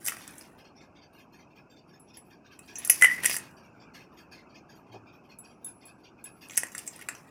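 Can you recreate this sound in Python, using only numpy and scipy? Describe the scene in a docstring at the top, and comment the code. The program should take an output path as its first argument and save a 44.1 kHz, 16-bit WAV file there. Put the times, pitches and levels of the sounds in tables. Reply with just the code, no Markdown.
"""Gold jewellery in a bowl of water

Gold bangles and a necklace are lowered into a steel bowl of water, close to a phone. They clink (cracks, gold modes,
damped bowl knocks), slide and chatter (dense ticks); one bangle bounces on the bowl and sings between contacts
(a tone restarted at each landing), and the glass bangles on the wrist ping (a few decaying modes).
Far off a loose ceiling fan rattles in rhythm (noise bursts) over the kitchen's hum (shaped noise); once something thumps."""
import sys
import numpy as np
from scipy import signal
from scipy.fft import rfft, irfft, next_fast_len
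from scipy.io import wavfile
from scipy.ndimage import uniform_filter1d

SR = 44100
rng = np.random.default_rng(int(sys.argv[2]) if len(sys.argv) > 2 else 0)


def generate_wav(sig):
    """Save sig (samples, or channels by samples) to the path in sys.argv[1] as 16-bit PCM at SR."""
    pcm = np.round(np.clip(np.atleast_2d(sig).T, -1, 1) * 32767).astype(np.int16)
    wavfile.write(sys.argv[1], SR, pcm)


N = 321930
TIME = np.arange(N) / SR

# Modes of the gold stack: pitch_hz, level_db
GOLD_MODES = [(2550, -7.5), (5180, -2), (5870, 4.5), (6230, 2), (6580, 4), (7440, 6), (7990, -7.5),
              (8240, 0), (8900, -25.5), (9800, -17.5), (10200, 0.5), (10500, -4), (10890, -6),
              (12000, -6.5), (12880, -24), (14400, -18), (15250, 1)]
# Treble colour of metal contacts: pitch_hz, gain_db
CONTACT_TREBLE = [(2240, -62.5), (3800, -22.5), (4950, 1.5), (6690, -13), (8290, -4.5), (9040, -2.5),
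                  (10000, -3), (11300, -4), (15500, -9.5), (16000, -25), (16500, -52.5)]


def amp(db):
    """Decibels to gain."""
    return 10 ** (np.asarray(db) / 20)


def unit(x):
    """Scale to rms 1."""
    return x / np.sqrt(np.mean(x ** 2) + 1e-20)


def peaked(x, db):
    """Scale so that the peak is at db."""
    return amp(db) * x / np.abs(x).max()


def along(points, hz):
    """Interpolate (Hz, value) points on a log frequency axis."""
    point_hz, values = np.transpose(points)
    return np.interp(np.log(hz + 1), np.log(point_hz + 1), values)


def filtered(x, response):
    """Multiply the spectrum of x by a complex response of frequency."""
    size = next_fast_len(len(x) + 4096)
    spectrum = rfft(x, size) * response(np.fft.rfftfreq(size, 1 / SR))
    return irfft(spectrum, size)[:len(x)]


def coloured(x, spectrum):
    """Shape x by (Hz, dB) points."""
    return filtered(x, lambda hz: amp(along(spectrum, hz)))


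def resonant(x, modes):
    """Pass x through parallel (Hz, width Hz, dB) resonances of alternating sign."""
    def response(hz):
        total = 0
        for k, (centre, width, db) in enumerate(modes):
            damping = 1j * hz * width
            total = total + (-1) ** k * amp(db) * damping / (centre * centre - hz * hz + damping)
        return total
    return filtered(x, response)


def patchy(x, depth_db):
    """Give x a random gain that differs from band to band and moment to moment."""
    bins = signal.stft(x, nperseg=512)[2]
    field = uniform_filter1d(rng.standard_normal(bins.shape), size=3, axis=0)
    field = uniform_filter1d(field, size=12, axis=1)
    return signal.istft(bins * amp(depth_db * unit(field)), nperseg=512)[1][:len(x)]


def add(track, s, sound):
    """Mix a sound into the track at s seconds."""
    part = track[round(s * SR):][:len(sound)]
    part += sound[:len(part)]


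def clinks():
    """Each contact cracks, rings the gold modes near its pitch, knocks the bowl and thuds through the water."""
    # Contacts: start_s, crack_peak_db (before the treble colour), knock_db (re crack), knock_hz,
    # ring_pitch_hz (rings most), ring_db (re crack)
    contacts = [(0.0383, -39.5, -30.5, 2080, 9000, -22.5), (0.0456, -27.5, -22.5, 1175, 9300, -21),
                (0.0524, -20, -19, 1680, 9200, -22), (0.0631, -24.5, -11.5, 1960, 10270, 5),
                (0.0717, -17, -16.5, 1676, 8430, -5), (0.0831, -14, -8, 2115, 11710, -7),
                (0.095, -20.5, -9.5, 1510, 8820, -14), (0.1211, -32.5, 6.5, 1345, 10270, -13.5),
                (0.1376, -35.5, -6, 1390, 10260, -18.5), (0.1684, -35.5, 0.5, 1700, 8760, -31),
                (0.182, -36.5, -20, 1880, 10000, -15), (0.2166, -38.5, -19.5, 2746, 10300, -23.5),
                (0.2778, -33, -8.5, 1302, 9370, 4.5), (0.308, -39, -27, 1505, 9650, -12.5),
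                (0.354, -41.5, -14.5, 1300, 10300, -12), (0.3815, -32.5, -16.5, 1342, 9300, -4),
                (0.391, -35.5, -18, 1775, 10440, -21), (0.4105, -35.5, -9.5, 1597, 5052, -23.5),
                (2.171, -37.5, -4.5, 2160, 10460, -6.5), (2.5912, -33, -6.5, 2553, 9100, -5),
                (2.7561, -34.5, -4, 2400, 6120, -3.5), (2.7847, -28.5, -12.5, 2450, 10600, -6.5),
                (2.8485, -15.5, -23.5, 2603, 11000, -13), (2.8745, -15.5, -24, 1350, 9445, -28),
                (2.8974, -4, -11, 1949, 10820, -9), (2.9, 4.5, -22.5, 1783, 10740, -21.5),
                (2.943, -24.5, -12.5, 2430, 10400, -21), (3.0122, -18, -8, 1971, 8910, -15),
                (3.022, -7.5, 0, 1840, 9300, -6), (3.0353, -8.5, -13.5, 2040, 9730, -10),
                (3.0449, -5, -6, 1960, 9200, -19), (3.2345, -19, -7.5, 1960, 9600, -10),
                (3.2452, -14, -4, 1796, 9720, -15.5), (3.2551, -9.5, -8.5, 1990, 8980, -10.5),
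                (3.2588, -7.5, -7, 2058, 9500, 2), (3.2969, -17.5, -3.5, 2240, 9240, -16),
                (3.3123, -18, -2, 2050, 5040, -11), (3.3423, -19, -8, 1806, 9600, -13.5),
                (3.3658, -13, -12.5, 1860, 9000, -11.5), (3.3841, -24, -28, 2020, 9800, -8),
                (6.4862, -44.5, -11.5, 2690, 10040, 0), (6.4974, -38.5, 3, 2374, 6408, -9.5),
                (6.5083, -36, -3.5, 2207, 6400, -5), (6.5194, -32.5, -8.5, 2104, 7440, -31),
                (6.558, -34, -22, 1550, 6450, -8), (6.5706, -15.5, -13, 2479, 9070, -8.5),
                (6.5758, -6.5, -15.5, 1782, 9560, 0.5), (6.5813, -18.5, -5.5, 1880, 9990, -15.5),
                (6.6338, -20, -1.5, 1780, 9020, -11), (6.668, -31, -12, 2000, 6870, -20),
                (6.7184, -38, -9.5, 2020, 7000, -12), (6.7495, -25, -3, 1730, 8500, -10),
                (6.7799, -20, -20.5, 2517, 7600, -26), (6.7898, -24.5, -8, 2487, 8300, -19),
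                (6.866, -29.5, -22.5, 2546, 7740, -26), (6.8761, -26.5, -14.5, 2176, 8025, -5),
                (6.961, -32.5, -27, 2140, 9600, -24), (6.992, -38, -1.5, 1393, 9500, -10),
                (7.013, -34.5, -1, 2020, 9700, -9.5), (7.022, -35.5, -1.5, 1992, 11400, -9.5),
                (7.0872, -15.5, -5.5, 1790, 7820, -22.5), (7.1501, -35.5, -3, 2020, 6015, -16)]
    # The water-damped bowl: multiple of the knock pitch, width_hz, level_db
    bowl_modes = [(1, 342.5, 14), (1.45, 907, 3)]
    # While the gold hangs clear of the water it rings on: from_s, to_s, t60_s
    in_air = [(2.7, 2.95, 0.083), (6.7, 6.9, 0.043)]
    ring_t60_s, shortens_db = 0.013, 0.5355  # t60 at a ring of 0 dB; dB of t60 lost per dB of ring
    thud_db, thud_follows = -13, 0.73  # thud under a knock of 0 dB; its share of the knock's dB changes

    out, cracks, t = np.zeros(N), np.zeros(N), TIME[:SR // 6]
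    rise = 1 - np.exp(-t / 0.000067)
    hz, level_db = np.transpose(GOLD_MODES)
    for s, db, knock_db, knock_hz, pitch_hz, ring_db in contacts:
        # The place of the blow favours some modes
        near_db = -45 * np.minimum(np.abs(np.log2(hz / pitch_hz)), .4)
        gains = amp(level_db + near_db + 1.2 * rng.standard_normal(len(hz)))
        # Contact with neighbours shifts the modes
        detune = 1 + .004 * rng.standard_normal(len(hz))
        cycles = np.outer(hz * detune, t) + rng.random((len(hz), 1))
        ring = gains @ np.sin(2 * np.pi * cycles)

        crack_noise, knock_noise, thud_noise = rng.standard_normal((3, len(t)))
        crack = amp(-60 * t / 0.022) * rise * crack_noise
        crack = resonant(crack, [(pitch_hz, 1800, 0), (13000, 16000, -15)])
        bowl = [(multiple * knock_hz, width_hz, part_db) for multiple, width_hz, part_db in bowl_modes]
        knock = resonant(amp(-60 * t / 0.011) * knock_noise, bowl)
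        thud = resonant(amp(-60 * t / 0.0031) * thud_noise, [(500, 774, 0)])

        # The stronger the ring beside its crack, the shorter it lasts, unless it hangs in air
        t60 = ring_t60_s * amp(-shortens_db * ring_db)
        t60 = next((free for start, end, free in in_air if start < s < end), t60)
        add(out, s, amp(db + ring_db - 60 * t / t60) * rise * ring)
        add(out, s, peaked(knock, db + knock_db))
        add(out, s, peaked(thud, thud_follows * (db + knock_db) + thud_db))
        add(cracks, s, peaked(crack, db))
    return out + coloured(cracks, CONTACT_TREBLE)


def bouncing_bangle():
    """The bangle sings on in the air; each landing restarts the ring from its peak, with a new size and pitch."""
    # Landings, each setting a new ring: start_s, ring_db (before the band filter), pitch_hz
    landings = [(3.012, -25.5, 2040), (3.0225, -7.5, 2015), (3.0447, -8, 1997), (3.0602, -25.5, 1774),
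                (3.067, -18, 2020), (3.075, -26.5, 2007), (3.083, -19.5, 1890), (3.091, -31, 1950),
                (3.099, -22, 1956), (3.109, -35.5, 1930), (3.113, -20, 1950)]
    # Then it rattles to rest: first contact, gap between contacts, first ring, loss a contact
    settle_s, gap_s, settle_db, loss_db = 3.123, .008, -26.5, 1.05
    settle_hz, spread_hz, spread_db = 2007, 21, 3.5

    k = np.arange(12)
    time_chance, level_chance, pitch_chance = rng.standard_normal((12, 3)).T
    contact_s = settle_s + gap_s * (k + 0.14 * time_chance.clip(-2, 2))
    contact_db = settle_db - loss_db * k + spread_db * level_chance
    contact_db[-1] = -120  # at rest
    contact_hz = settle_hz + spread_hz * pitch_chance
    settle = np.transpose([contact_s, contact_db, contact_hz])
    s, db, hz = np.vstack([landings, settle]).T

    hop = np.clip(np.searchsorted(s, TIME) - 1, 0, None)  # latest landing at each moment
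    flown = TIME - s[hop]
    size = (flown >= 0) * amp(db[hop] - 60 * flown.clip(0) / .45)
    ring = size * np.cos(2 * np.pi * hz[hop] * flown)  # the sudden restart is the click of the landing
    return filtered(ring, lambda f: 1 / (1 + (f / 3300) ** 6) / (1 + (900 / (f + 1)) ** 4))


def sliding_links():
    """Dense tiny contacts of uneven size feed the gold's treble and the bowl's low ring."""
    # Spans of sliding, each a list of points: time_s, treble_db, low_ring_db
    spans = [
        [(0.0, -61, -60), (0.035, -57, -59), (0.08, -33, -43), (0.13, -48.5, -54.5), (0.21, -56, -54.5),
         (0.274, -62, -57), (0.42, -59, -60.5), (0.538, -75, -62.5), (0.6, -101, -61)],
        [(2.55, -69.5, -69.5), (2.72, -67.5, -67), (2.808, -63.5, -45.5), (2.934, -42.5, -52),
         (3.142, -44.5, -51), (3.22, -59, -56), (3.24, -43, -35), (3.352, -32.5, -44.5), (3.404, -58.5, -55),
         (3.55, -76, -68)],
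        [(6.45, -72, -86.5), (6.536, -55.5, -49), (6.66, -59, -65), (6.72, -56.5, -60.5), (7.022, -64.5, -56.5),
         (7.182, -62.5, -69.5), (7.3, -91.5, -58)],
    ]
    s, treble_db, low_db = np.transpose([row for span in spans for row in span])
    heard = sum((TIME >= span[0][0]) & (TIME <= span[-1][0]) for span in spans)
    heard = uniform_filter1d(heard * 1., size=2000)  # soft edges

    tick_sizes = amp(np.minimum(3.5 * rng.exponential(size=N), 9))
    ticks = (rng.random(N) < 600 / SR) * tick_sizes  # about 600 a second
    chatter = .8 + np.convolve(ticks, amp(-60 * TIME[:900] / .02))[:N]
    rub = patchy(chatter * rng.standard_normal(N), depth_db=1.5)
    jingle = resonant(rub, [(hz, 130, db) for hz, db in GOLD_MODES])
    treble = unit(coloured(.6 * unit(jingle) + unit(rub), CONTACT_TREBLE))
    low = unit(resonant(chatter * rng.standard_normal(N), [(1800, 210, 1.5), (2820, 2900, -7.5)]))

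    treble_gain = amp(np.interp(TIME, s, treble_db))
    low_gain = amp(np.interp(TIME, s, low_db))
    return heard * (treble_gain * treble + low_gain * low)


def wrist_bangles():
    """Glass bangles touch lightly, a little way off, and ring briefly with a few clear modes."""
    # Touches of the wrist bangles: start_s, level_db
    touches = [(1.997, -52), (2.172, -46), (5.3863, -41), (5.6446, -34), (5.6604, -42), (5.8533, -47),
               (5.8654, -47), (6.2406, -36.5)]
    # Modes of the glass: pitch_hz, level_db, t60_s (of the main decay)
    glass_modes = [(3600, -20, .06), (6500, -16, .04), (7730, -10, .09), (10530, 0, .09),
                   (12270, -10, .045), (14550, -23, .1), (14700, -24, .1)]
    out, t = np.zeros(N), TIME[:SR // 2]
    for s, db in touches:
        ring = 0
        for hz, level_db, t60 in glass_modes:
            gain = amp(level_db + 0.28 * rng.standard_normal())
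            decay = amp(-60 * t / t60) + .12 * amp(-60 * t / (5.0 * t60))  # with a faint longer tail
            wander = np.cumsum(0.042 * rng.standard_normal(len(t)))  # random phase wander blurs the tone
            ring = ring + gain * decay * np.sin(2 * np.pi * hz * t + wander)
        tick = amp(-4.5 - 60 * t / .01) * rng.standard_normal(len(t))
        add(out, s, amp(db) * (1 - np.exp(-t / 0.00092)) * (ring + tick))
    return out + amp(-8) * room(out)


def room(x):
    """Noise tail as the room's answer: each frequency dies at its own speed."""
    # Decay of the room: pitch_hz, t60_s
    room_decay = [(1000, 0.23), (2500, .2), (6000, 0.21), (15000, 0.083)]
    hz, t, bins = signal.stft(rng.standard_normal(SR // 2), SR, nperseg=256)
    decay = amp(-60 * t / along(room_decay, hz)[:, None])
    tail = signal.istft(bins * decay, SR, nperseg=256)[1]
    return signal.fftconvolve(x, tail / np.linalg.norm(tail))[:N]


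def fan():
    """The fan rocks on its rod once a turn: rattles blurred by distance sound its housing unevenly."""
    # Rattles within a turn: offset_s, level_db (before random spread)
    turn_rattles = [(0, -51), (.065, -53.5), (.178, -55), (.231, -51.5)]
    # Resonances of the fan's housing: pitch_hz, width_hz, level_db
    housing_modes = [(1660, 100, -5), (2100, 120, -9), (2500, 140, -1), (2857, 100, -7.5), (3147, 86, -7.5),
                     (3605, 51, -8.5), (3800, 64, -15.5), (4334, 96, -10.5), (4664, 64, -5.5),
                     (5164, 240, -10.5), (5680, 200, -10), (6600, 89, -13), (7410, 27, -16.5)]
    # Treble colour of the rattles: pitch_hz, gain_db
    rattle_treble = [(7000, -57), (8000, -9.5), (12000, -7), (15000, -6.5), (16000, -36.5)]
    first_s, turn_s = .2003, .37355
    spread_db, treble_db, treble_spread_db = 2, -19, 4  # treble is relative to the body

    body, treble, t = np.zeros(N), np.zeros(N), TIME[:SR // 4]
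    shape = amp(-60 * (t / .2) ** 2 - 60 * t / .8) * (1 - np.exp(-t / .008))  # a short burst of shakes
    for start in np.arange(first_s, N / SR, turn_s):
        for offset, db in turn_rattles:
            harder, brighter = rng.standard_normal(2)
            db = db + spread_db * harder
            add(body, start + offset, amp(db) * shape)
            add(treble, start + offset, amp(db + treble_db + treble_spread_db * brighter) * shape)
    low = unit(patchy(resonant(rng.standard_normal(N), housing_modes), depth_db=2.5))
    high = unit(patchy(coloured(rng.standard_normal(N), rattle_treble), depth_db=5))
    return body * low + treble * high


def thump():
    """A dull blow, a swell of low-passed noise through two resonances, and the low ring that it leaves."""
    # Resonances of the blow: pitch_hz, width_hz, level_db
    blow_modes = [(426.3, 260, -8), (890, 320, -8.5)]
    blow_s, blow_db = 4.955, -20  # centre of the swell; its drive before the filters
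    boom_db, boom_hz, boom_t60_s = -41.5, 111.4, 0.47

    push = amp(blow_db) * np.exp(-((TIME - blow_s) / 0.019) ** 2) * rng.standard_normal(N)
    blow = resonant(filtered(push, lambda hz: 1 / (1 + (hz / 1300) ** 4)), blow_modes)
    after = (TIME - blow_s + .06).clip(0)  # the ring starts with the first of the swell
    boom = amp(boom_db - 60 * after / boom_t60_s) * (1 - np.exp(-after / .05))
    return blow + boom * np.sin(2 * np.pi * boom_hz * after)


def kitchen_hum():
    """Shaped noise of the kitchen, swelling around 3.2 s as the water and gold are handled."""
    # Colour of the hum: pitch_hz, gain_db
    hum_colour = [(24, -45.5), (40, -19), (156, -6), (308, -6), (510, -14.5), (707, -12), (1430, -12.5),
                  (1620, -11.5), (1890, -25), (2560, -7.5), (3460, -39), (5310, -23.5), (7560, -36.5),
                  (14900, -45.5), (16500, -58.5)]
    # Level of the hum: time_s, rms_db (before the phone)
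    hum_level = [(0.0, -51), (1.08, -54.5), (2.6, -54.5), (3.23, -46.5), (3.522, -52), (6.0, -54),
                 (7.3, -52)]
    s, db = np.transpose(hum_level)
    hum = unit(coloured(patchy(rng.standard_normal(N), depth_db=.4), hum_colour))
    return amp(np.interp(TIME, s, db)) * hum


def suppressed(x, depth_db):
    """The phone's noise suppressor turns down each treble band while it stays near its usual level."""
    hz, _, bins = signal.stft(x, SR, nperseg=512, noverlap=384)
    power = signal.lfilter([.12], [1, -.88], np.abs(bins) ** 2, axis=1)  # smoothed in time
    usual = np.percentile(power, 40, axis=1, keepdims=True)
    strength = 1 / (1 + (1200 / (hz[:, None] + 1)) ** 4)  # spares the bass
    gain = np.maximum(1 - strength * usual / (power + 1e-20), amp(depth_db))
    return signal.istft(bins * gain, SR, nperseg=512, noverlap=384)[1][:N]


def scene():
    """Near jewellery with its room, the wrist, the far fan, the thump and the hum."""
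    near, bounce = clinks(), bouncing_bangle()
    echoes = amp(-7.5) * room(near + amp(-17) * bounce)
    jewellery = near + bounce + echoes + wrist_bangles() + sliding_links()
    return (jewellery + fan() + thump() + kitchen_hum())[None]


def record(dry):
    """A dip in the microphone, noise suppression, rounded peaks; nothing passes above the band limit."""
    top_hz = 16600
    heard = dry[0] - 0.27 * resonant(dry[0], [(4000, 230, 0)])
    clean = suppressed(heard, depth_db=-15)
    soft = clean / (1 + np.abs(clean / .99) ** 6) ** (1 / 6)
    return filtered(soft, lambda hz: hz < top_hz)[None]


dry = scene()
out = record(dry)
generate_wav(out)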